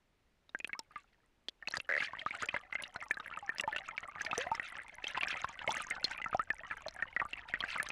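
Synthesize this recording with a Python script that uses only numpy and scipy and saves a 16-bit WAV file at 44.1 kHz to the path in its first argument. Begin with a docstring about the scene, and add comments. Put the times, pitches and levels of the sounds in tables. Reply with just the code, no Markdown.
"""A shallow gravel stream, the microphone in a waterproof housing held just under the surface.
Over a faint hiss and the low rumble of the current, bubbles begin to ring, pop, tick and bloop close by,
the housing ringing along. Just before 2 s the grip slips and the housing creaks once. Then the surface
starts to churn behind the close bubbles, and each wavelet stirs up a swarm that gurgles, fizzes and
crackles. The sharpest plink comes at 6 s; the rumble grows slowly to the end."""
import sys
import numpy as np
from scipy import signal
from scipy.fft import rfft, irfft
from scipy.io import wavfile
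from scipy.ndimage import uniform_filter1d, minimum_filter1d

SR = 44100
rng = np.random.default_rng(int(sys.argv[2]) if len(sys.argv) > 2 else 0)


def inscribe(sig):
    """Save sig as 16-bit PCM at rate SR to the path in sys.argv[1].

    A 1-D sig is mono; a 2-D sig holds one channel per row.
    Samples are clipped to [-1, 1] before scaling.
    """
    pcm = np.round(np.clip(np.atleast_2d(sig).T, -1, 1) * 32767)
    wavfile.write(sys.argv[1], SR, pcm.astype(np.int16))


N = 348831


def bubble(hz, t60, rise=0, swell_cycles=1.0, push=0.14, push_hz=1000, linger_db=-24):
    """An air pocket swells into vibration, dies away and lingers; its pitch shifts near the surface."""
    t = np.arange(int(2 * t60 * SR) + 2) / SR
    cycles = hz * t * (1 + rise * (np.sqrt(t / t60) - 1 / 2))
    swell = 1 - np.exp(-(cycles / swell_cycles) ** 2)
    decay = from_db(-60 * t / t60) + from_db(linger_db - 20 * t / t60)
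    # the closing neck shoves the water once: a dull pulse, stronger under large bubbles
    shove = push * push_hz / hz * cycles ** 2 * np.exp(2 - 2 * cycles)
    return np.sin(2 * np.pi * cycles) * swell * decay + shove


def snap(samples, low_hz, high_hz, decay_s=0.0015):
    """A film ruptures in a tiny burst of noise."""
    decay = np.exp(-np.arange(samples) / (decay_s * SR))
    return band_pass(decay * rng.standard_normal(samples), low_hz, high_hz)


def close_bubbles(table, t60_at_1khz, swell_cycles, snap_db, snap_reach, twin_db,
                  twin_gap_s=0.004, twin_octaves=0.52, twins=3):
    """Each bubble starts with a snap and sheds a few ever weaker twins that roughen its ring."""
    out = np.zeros(N)
    for s, db, hz in table:
        climbs, gaps, detunes = rng.random((3, twins))
        t60 = t60_at_1khz * (1000 / hz) ** 0.67  # small bubbles die sooner
        rise = 0.05 * climbs.mean() * 1000 / hz
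        add(out, s, from_db(db) * bubble(hz, t60, rise, swell_cycles))
        add(out, s, from_db(db + snap_db) * snap(400, 180, 180 + snap_reach * hz))
        for k, (late, detune) in enumerate(zip(np.cumsum(gaps), detunes), 1):
            twin_hz = hz * 2 ** ((2 * detune - 1) * twin_octaves)
            twin = bubble(twin_hz, t60 / 2, swell_cycles=swell_cycles)
            add(out, s + late * twin_gap_s, from_db(db + twin_db * np.sqrt(k)) * twin)
    return out


# Ringing bubbles close to the microphone. Each row: start in seconds, level in dB, pitch in Hz.
PLINKS = [(0.548, -27, 1583), (0.601, -32.5, 2470), (0.694, -36, 1620), (0.731, -26.5, 2210),
          (0.908, -50, 1224), (1.625, -37, 1790), (1.674, -26.5, 2590), (2.004, -23.5, 2143),
          (2.023, -24, 1660), (2.193, -32, 3210), (2.308, -27.5, 2260), (2.488, -22.5, 2470),
          (2.543, -27, 2060), (2.726, -28.5, 2030), (2.753, -24.5, 2090), (2.836, -29.5, 2820),
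          (3.109, -19, 1740), (3.17, -31, 1610), (3.492, -22, 1800), (3.597, -21.5, 2776),
          (3.636, -29, 1750), (3.728, -26, 1760), (3.761, -27.5, 1490), (3.783, -29.5, 2840),
          (4.084, -35.5, 1170), (4.158, -32, 1220), (4.209, -24.5, 1650), (4.312, -26, 2590),
          (5.069, -27.5, 3186), (5.174, -26, 1025), (5.21, -25, 2730), (5.328, -30.5, 2480),
          (5.676, -22, 2170), (5.69, -26, 896), (5.706, -27, 3445), (5.909, -24.5, 2100), (6.043, -8, 4190),
          (6.179, -32, 2410), (6.216, -30, 2020), (6.242, -28.5, 2020), (6.26, -27.5, 1333),
          (6.329, -25, 1266), (6.71, -26.5, 1694), (6.769, -38.5, 1630), (7.024, -21.5, 1797),
          (7.164, -20.5, 1930), (7.199, -23, 1894), (7.216, -21.5, 1150), (7.252, -30.5, 1185),
          (7.332, -27, 2690), (7.538, -20.5, 1894), (7.605, -25, 3240), (7.638, -26, 1570),
          (7.799, -21, 1715)]

def plinks():
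    """Close bubbles swell over about a cycle and ring clearly."""
    return close_bubbles(PLINKS, t60_at_1khz=0.045, swell_cycles=1.02,
                         snap_db=-4.5, snap_reach=1.0, twin_db=-5.5)


# Bursting bubbles, just as close. Each row: start in seconds, level in dB, pitch in Hz.
DRY_POPS = [(0.645, -23.5, 2520), (0.792, -27, 5340), (0.958, -36, 2080), (1.485, -25.5, 3340),
            (1.739, -24.5, 1800), (1.769, -29, 1650), (1.801, -28.5, 2690), (2.423, -29, 1240),
            (2.432, -24, 1476), (2.541, -30.5, 964), (2.564, -23, 1650), (2.96, -28.5, 1455),
            (3.199, -33, 1250), (3.26, -34.5, 1640), (3.373, -29, 1260), (3.763, -24.5, 2740),
            (3.888, -31.5, 1320), (3.979, -23.5, 2260), (4.33, -23, 1240), (4.597, -24, 1890),
            (5.042, -25.5, 2640), (5.233, -18.5, 2390), (5.444, -21.5, 1060), (5.743, -28, 2250),
            (5.804, -30, 1260), (6.863, -32.5, 635), (7.757, -28.5, 1145), (7.903, -28, 2480)]

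def pops():
    """Bubbles that burst at once: an abrupt start and a short ring."""
    return close_bubbles(DRY_POPS, t60_at_1khz=0.03, swell_cycles=0.29,
                         snap_db=-3.5, snap_reach=0.68, twin_db=-7)


# Tiny bubbles right at the housing. Each row: start in seconds, level in dB, pitch in Hz.
TINY_BUBBLES = [(0.4932, -46.5, 3740), (0.5894, -46.5, 6960), (0.6744, -42, 8900), (1.6843, -30, 4320),
                (1.711, -37, 4100), (1.77, -26, 4720), (2.4229, -33.5, 6830), (2.4582, -37, 7200),
                (2.823, -36, 9900), (2.962, -37.5, 4100), (3.1129, -37.5, 8930), (3.143, -41.5, 3980),
                (3.2, -38, 3740), (3.5835, -31.5, 5040), (3.6099, -30.5, 7800), (4.2176, -34.5, 6200),
                (4.2492, -32, 4860), (4.3788, -25, 6000), (4.551, -35, 5320), (5.08, -36.5, 6100),
                (5.284, -31, 5520), (5.591, -35.5, 2900), (5.7708, -38, 6300), (6.049, -28, 4900),
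                (6.8835, -31.5, 4120), (7.829, -31.5, 9300), (7.8879, -33, 6250)]

def ticks():
    """The smallest bubbles snap brightly and barely ring."""
    return close_bubbles(TINY_BUBBLES, t60_at_1khz=0.037, swell_cycles=0.83,
                         snap_db=1.5, snap_reach=0.77, twin_db=-9.5)


# Large air pockets nearby. Each row: start in seconds, level in dB, pitch in Hz,
# ring time (t60) in seconds, glide as a share of the pitch (positive rises).
AIR_POCKETS = [(0.749, -40.5, 1130, 0.089, 0.37), (0.792, -42, 906, 0.066, -0.054),
               (0.959, -34, 1197, 0.077, -0.08), (1.78, -30, 510, 0.012, 0.14),
               (2.133, -31.5, 1086, 0.053, 0.35), (2.262, -20, 1204, 0.034, 0.19),
               (2.432, -41.5, 442, 0.086, 0.25), (2.541, -36.5, 553, 0.067, 0.26),
               (3.425, -41.5, 804, 0.174, -0.12), (3.637, -37, 577, 0.075, -.1),
               (3.676, -24, 882, 0.069, -0.098), (4.377, -29, 487, 0.13, 0.4),
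               (4.466, -31, 704, 0.06, 0.15), (4.515, -21.5, 896, 0.07, 0.07),
               (5.676, -31.5, 690, 0.093, 1), (6.346, -18.5, 724, 0.041, 0.32),
               (6.394, -21.5, 1296, 0.065, 0.3), (6.503, -18, 1770, 0.039, -0.12)]

def bloops(twin_db=-9, twin_ratio=1.4):
    """Whole air pockets pinch off with a smaller twin, ring long and glide in pitch as they move."""
    out = np.zeros(N)
    for s, db, hz, t60, rise in AIR_POCKETS:
        add(out, s, from_db(db) * bubble(hz, t60, rise, push=0.11, linger_db=-51))
        add(out, s, from_db(db + twin_db) * bubble(hz * twin_ratio, t60 / 2))
        add(out, s, from_db(db - 12) * snap(SR // 100, 240, 2800))
    return out


# Wavelets folding air under, behind the close bubbles. Each row: crest time in seconds,
# length in seconds, gurgle level in dB, crackle level in dB.
SURFACE_WAVELETS = [(0.97, 0.28, -72.5, -79), (1.759, 0.071, -51.5, -53), (2.024, 0.095, -45, -77),
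                    (2.38, 0.17, -51.5, -64), (4.357, 0.17, -42.5, -60), (4.68, 0.17, -47.5, -63.5),
                    (5.277, 0.28, -43, -57), (5.742, 0.12, -42.5, -53), (5.915, 0.06, -45.5, -55),
                    (6.099, 0.078, -41, -52.5), (7.624, 0.19, -47, -74), (7.792, 0.18, -47, -62)]

def churn(steady_db, crest_db, start_s=2.09, rise_s=0.37, settle_db_per_s=0.33):
    """Level in dB of the surface: churning sets in and slowly settles, with a swell for each wavelet."""
    t = np.arange(N) / SR
    since = t - start_s
    onset = (1 + np.tanh(2 * since / rise_s)) / 2
    power = from_db(steady_db - settle_db_per_s * since) ** 2 * onset
    for (s, length, *_), db in zip(SURFACE_WAVELETS, crest_db):
        bell = np.exp(-np.minimum((2 * (t - s) / length) ** 2, 20))
        power += from_db(db) ** 2 * bell
    return 10 * np.log10(power)


def spurts(depth_db, per_s=45):
    """Air is drawn under in brief spurts: a random level in dB, at unit mean power."""
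    knots = rng.uniform(-1, 1, N // 100)
    db = depth_db * np.interp(np.arange(N) / SR * per_s, np.arange(len(knots)), knots)
    return db - 10 * np.log10(np.mean(from_db(db) ** 2))


def swarm(level_db, spectrum, peak_per_s, spread_db, ring_cycles, swell_cycles, crowding, count=7000):
    """Bubbles come at random; stronger churning makes them both more frequent and louder."""
    out = np.zeros(N)
    seconds = N / SR
    when, luck, vigour, pitch, sustain, climb = rng.random((count, 6)).T
    level = level_db[(when * N).astype(int)]
    rate = np.minimum(peak_per_s * from_db(crowding * (level - level_db.max())), count / seconds)
    low_hz, high_hz = spectrum[0][0], spectrum[-1][0]
    hz = low_hz * (high_hz / low_hz) ** pitch
    t60 = ring_cycles / hz * 2 ** (2 * sustain - 1)
    # many faint ones, few strong ones; together they carry the given level
    strength = rms_one(from_db(at_hz(spectrum, hz) + spread_db * vigour ** 2))
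    peak = from_db(level) * strength * np.sqrt(4 * np.log(1000) / (t60 * rate))
    for k in np.flatnonzero(luck < rate * seconds / count):
        ring = bubble(hz[k], t60[k], (climb[k] - 0.5) / 10, swell_cycles, push=0.21)
        add(out, when[k] * seconds, peak[k] * ring)
    return out


# The gurgle around the housing. Each row: pitch in Hz, relative strength in dB.
GURGLE_SPECTRUM = [(450, -5), (1200, 14.5), (2100, 16), (3300, 2.5)]

def gurgle(crest_db):
    """The larger bubbles of the churning surface ring over one another."""
    level_db = churn(-51.5, crest_db) + spurts(depth_db=7)
    return swarm(level_db, GURGLE_SPECTRUM, peak_per_s=800, spread_db=22.5,
                 ring_cycles=41.5, swell_cycles=0.53, crowding=0.34)


# The crackle around the housing. Each row: pitch in Hz, relative strength in dB.
CRACKLE_SPECTRUM = [(3500, -41.5), (5500, 15.5), (10500, 10), (13500, -32)]

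def crackle(crest_db):
    """The small bubbles of the churning surface ring high and die within milliseconds."""
    level_db = churn(-68.5, crest_db) + spurts(depth_db=11)
    return swarm(level_db, CRACKLE_SPECTRUM, peak_per_s=700, spread_db=38,
                 ring_cycles=19, swell_cycles=1.1, crowding=0.45)


# The fine fizz in the background. Each row: pitch in Hz, relative strength in dB.
FIZZ_SPECTRUM = [(1400, -1), (2600, 2), (4000, -5.5), (11000, -29)]

def fizz(crest_db, spread_db=17, width=0.11, bands=24, per_band=1500):
    """Thousands of tiny, faint bubbles merge into a fine wash; each pitch gets its own random births."""
    level_db = churn(-67, crest_db) + spurts(depth_db=19)
    out = np.zeros(N)
    for hz in np.geomspace(FIZZ_SPECTRUM[0][0], FIZZ_SPECTRUM[-1][0], bands):
        strengths = rng.standard_normal(per_band) * from_db(spread_db * rng.random(per_band))
        births = np.bincount(rng.integers(N, size=per_band), strengths, N)
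        rings = resonance(resonance(births, hz, width * hz), hz, width * hz)
        out += from_db(at_hz(FIZZ_SPECTRUM, hz)) * rms_one(rings)
    return from_db(level_db) * rms_one(out)


# Slips of the grip on the housing itself. Each entry: start in seconds.
SLIP_TIMES = [1.891, 1.9002, 1.912, 1.9229, 1.938, 1.951, 1.9653, 1.9772]

def creak(db=-20.5, slip_hz=1803, t60=0.018, shell_hz=545, shell_db=-9, catch_s=0.00273, catch_db=-7):
    """The grip slips in an uneven stutter; each slip knocks the shell and catches again."""
    out = np.zeros(N)
    for s in SLIP_TIMES:
        late, detune, grip = rng.uniform(-0.3, 0.3, 3)
        hz = slip_hz * (1 + grip / 2)
        add(out, s, from_db(db) * bubble(hz, t60, push=0))  # with no push, a plain damped ring
        add(out, s, from_db(db + shell_db) * bubble(shell_hz, t60, push=0))
        add(out, s, from_db(db - 15.5) * snap(SR // 100, 1500, 4640))
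        catch = bubble(hz * 2 ** detune, t60, push=0)
        add(out, s + catch_s * (1 + late), from_db(db + catch_db) * catch)
    return out


# Resonances of the shell around the microphone. Each row: pitch in Hz, gain in dB.
HOUSING_MODES = [(600, -10), (920, -18.5), (1340, -9.5), (2650, -12)]

def housing(x, width_hz=45):
    """The shell and its air space ring faintly after every bubble."""
    return x + sum(from_db(db) * resonance(x, hz, width_hz) for hz, db in HOUSING_MODES)


def gravel_scatter(x, tail_db=-15, t60=0.015, top_hz=3000):
    """Scattering between the gravel and the rippled surface leaves a soft, short tail."""
    t = np.arange(SR // 4) / SR
    tail = band_pass(rng.standard_normal(len(t)), 280, top_hz) * from_db(-60 * t / t60)
    tail *= np.sqrt(2 * top_hz / SR / np.sum(tail ** 2))  # about unit gain within its band
    return x + from_db(tail_db) * signal.fftconvolve(x, tail)[:N]


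def current(final_db=-64, growth_db_per_s=2.0):
    """Eddies press on the housing, harder and harder as it nears the surface."""
    eddies = rms_one(band_pass(rng.standard_normal(N), 7.4, 64.0))
    return eddies * from_db(final_db + growth_db_per_s * (np.arange(N) - N) / SR)


# Steady hiss at the microphone. Each row: frequency in Hz, relative density in dB.
HISS_SPECTRUM = [(30, -2), (280, -3.5), (1100, -12), (2100, -12.5), (3800, -18.5), (16000, -37)]

def hiss(level_db=-77):
    """A faint even hiss, coloured by the housing."""
    hz = np.maximum(np.fft.rfftfreq(N, 1 / SR), 1)
    spectrum = rfft(rng.standard_normal(N)) * from_db(at_hz(HISS_SPECTRUM, hz))
    return from_db(level_db) * rms_one(irfft(spectrum, N))


def from_db(db):
    return 10 ** (np.asarray(db) / 20)


def rms_one(x):
    return x / np.sqrt(np.mean(x ** 2) + 1e-20)


def at_hz(points, hz):
    """Read a spectrum on a log-frequency axis."""
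    known_hz, db = np.transpose(points)
    return np.interp(np.log(hz), np.log(known_hz), db)


def add(out, s, sound):
    """Mix a short sound in at time s."""
    start = int(np.clip(s * SR, 0, N))
    out[start:start + len(sound)] += sound[:N - start]


def band_pass(x, low_hz, high_hz):
    """Second-order Butterworth edges."""
    sos = signal.butter(2, [low_hz, min(high_hz, SR / 2 - 1)], "band", fs=SR, output="sos")
    return signal.sosfilt(sos, x + 1e-18)


def resonance(x, hz, width_hz):
    """A ringing band with gain 1 at its centre."""
    return signal.lfilter(*signal.iirpeak(hz, hz / width_hz, fs=SR), x + 1e-18)


def scene():
    """One microphone just under the surface hears all the bubbles through its housing."""
    _, _, gurgle_db, crackle_db = np.transpose(SURFACE_WAVELETS)
    close = plinks() + pops() + ticks()
    surface = gurgle(gurgle_db) + crackle(crackle_db) + fizz(gurgle_db - 1.5)
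    water = gravel_scatter(housing(close + bloops() + surface + creak()))
    return (band_pass(water, 74, 20000) + current() + hiss())[None]


def record(dry, ceiling_db=-19.5, release_db_per_s=900, stopband_hz=16500):
    """A fast limiter holds the loudest plinks down; the top is cut."""
    recovery = release_db_per_s * np.arange(N) / SR
    over_db = np.maximum(20 * np.log10(np.abs(dry[0]) + 1e-9) - ceiling_db, 0)
    held_db = np.maximum.accumulate(over_db + recovery) - recovery
    gain_db = uniform_filter1d(minimum_filter1d(-held_db, size=41), size=41)
    low_pass = signal.cheby2(12, 60, stopband_hz, fs=SR, output="sos")
    return signal.sosfilt(low_pass, dry * from_db(gain_db))


dry = scene()
out = record(dry)
inscribe(out)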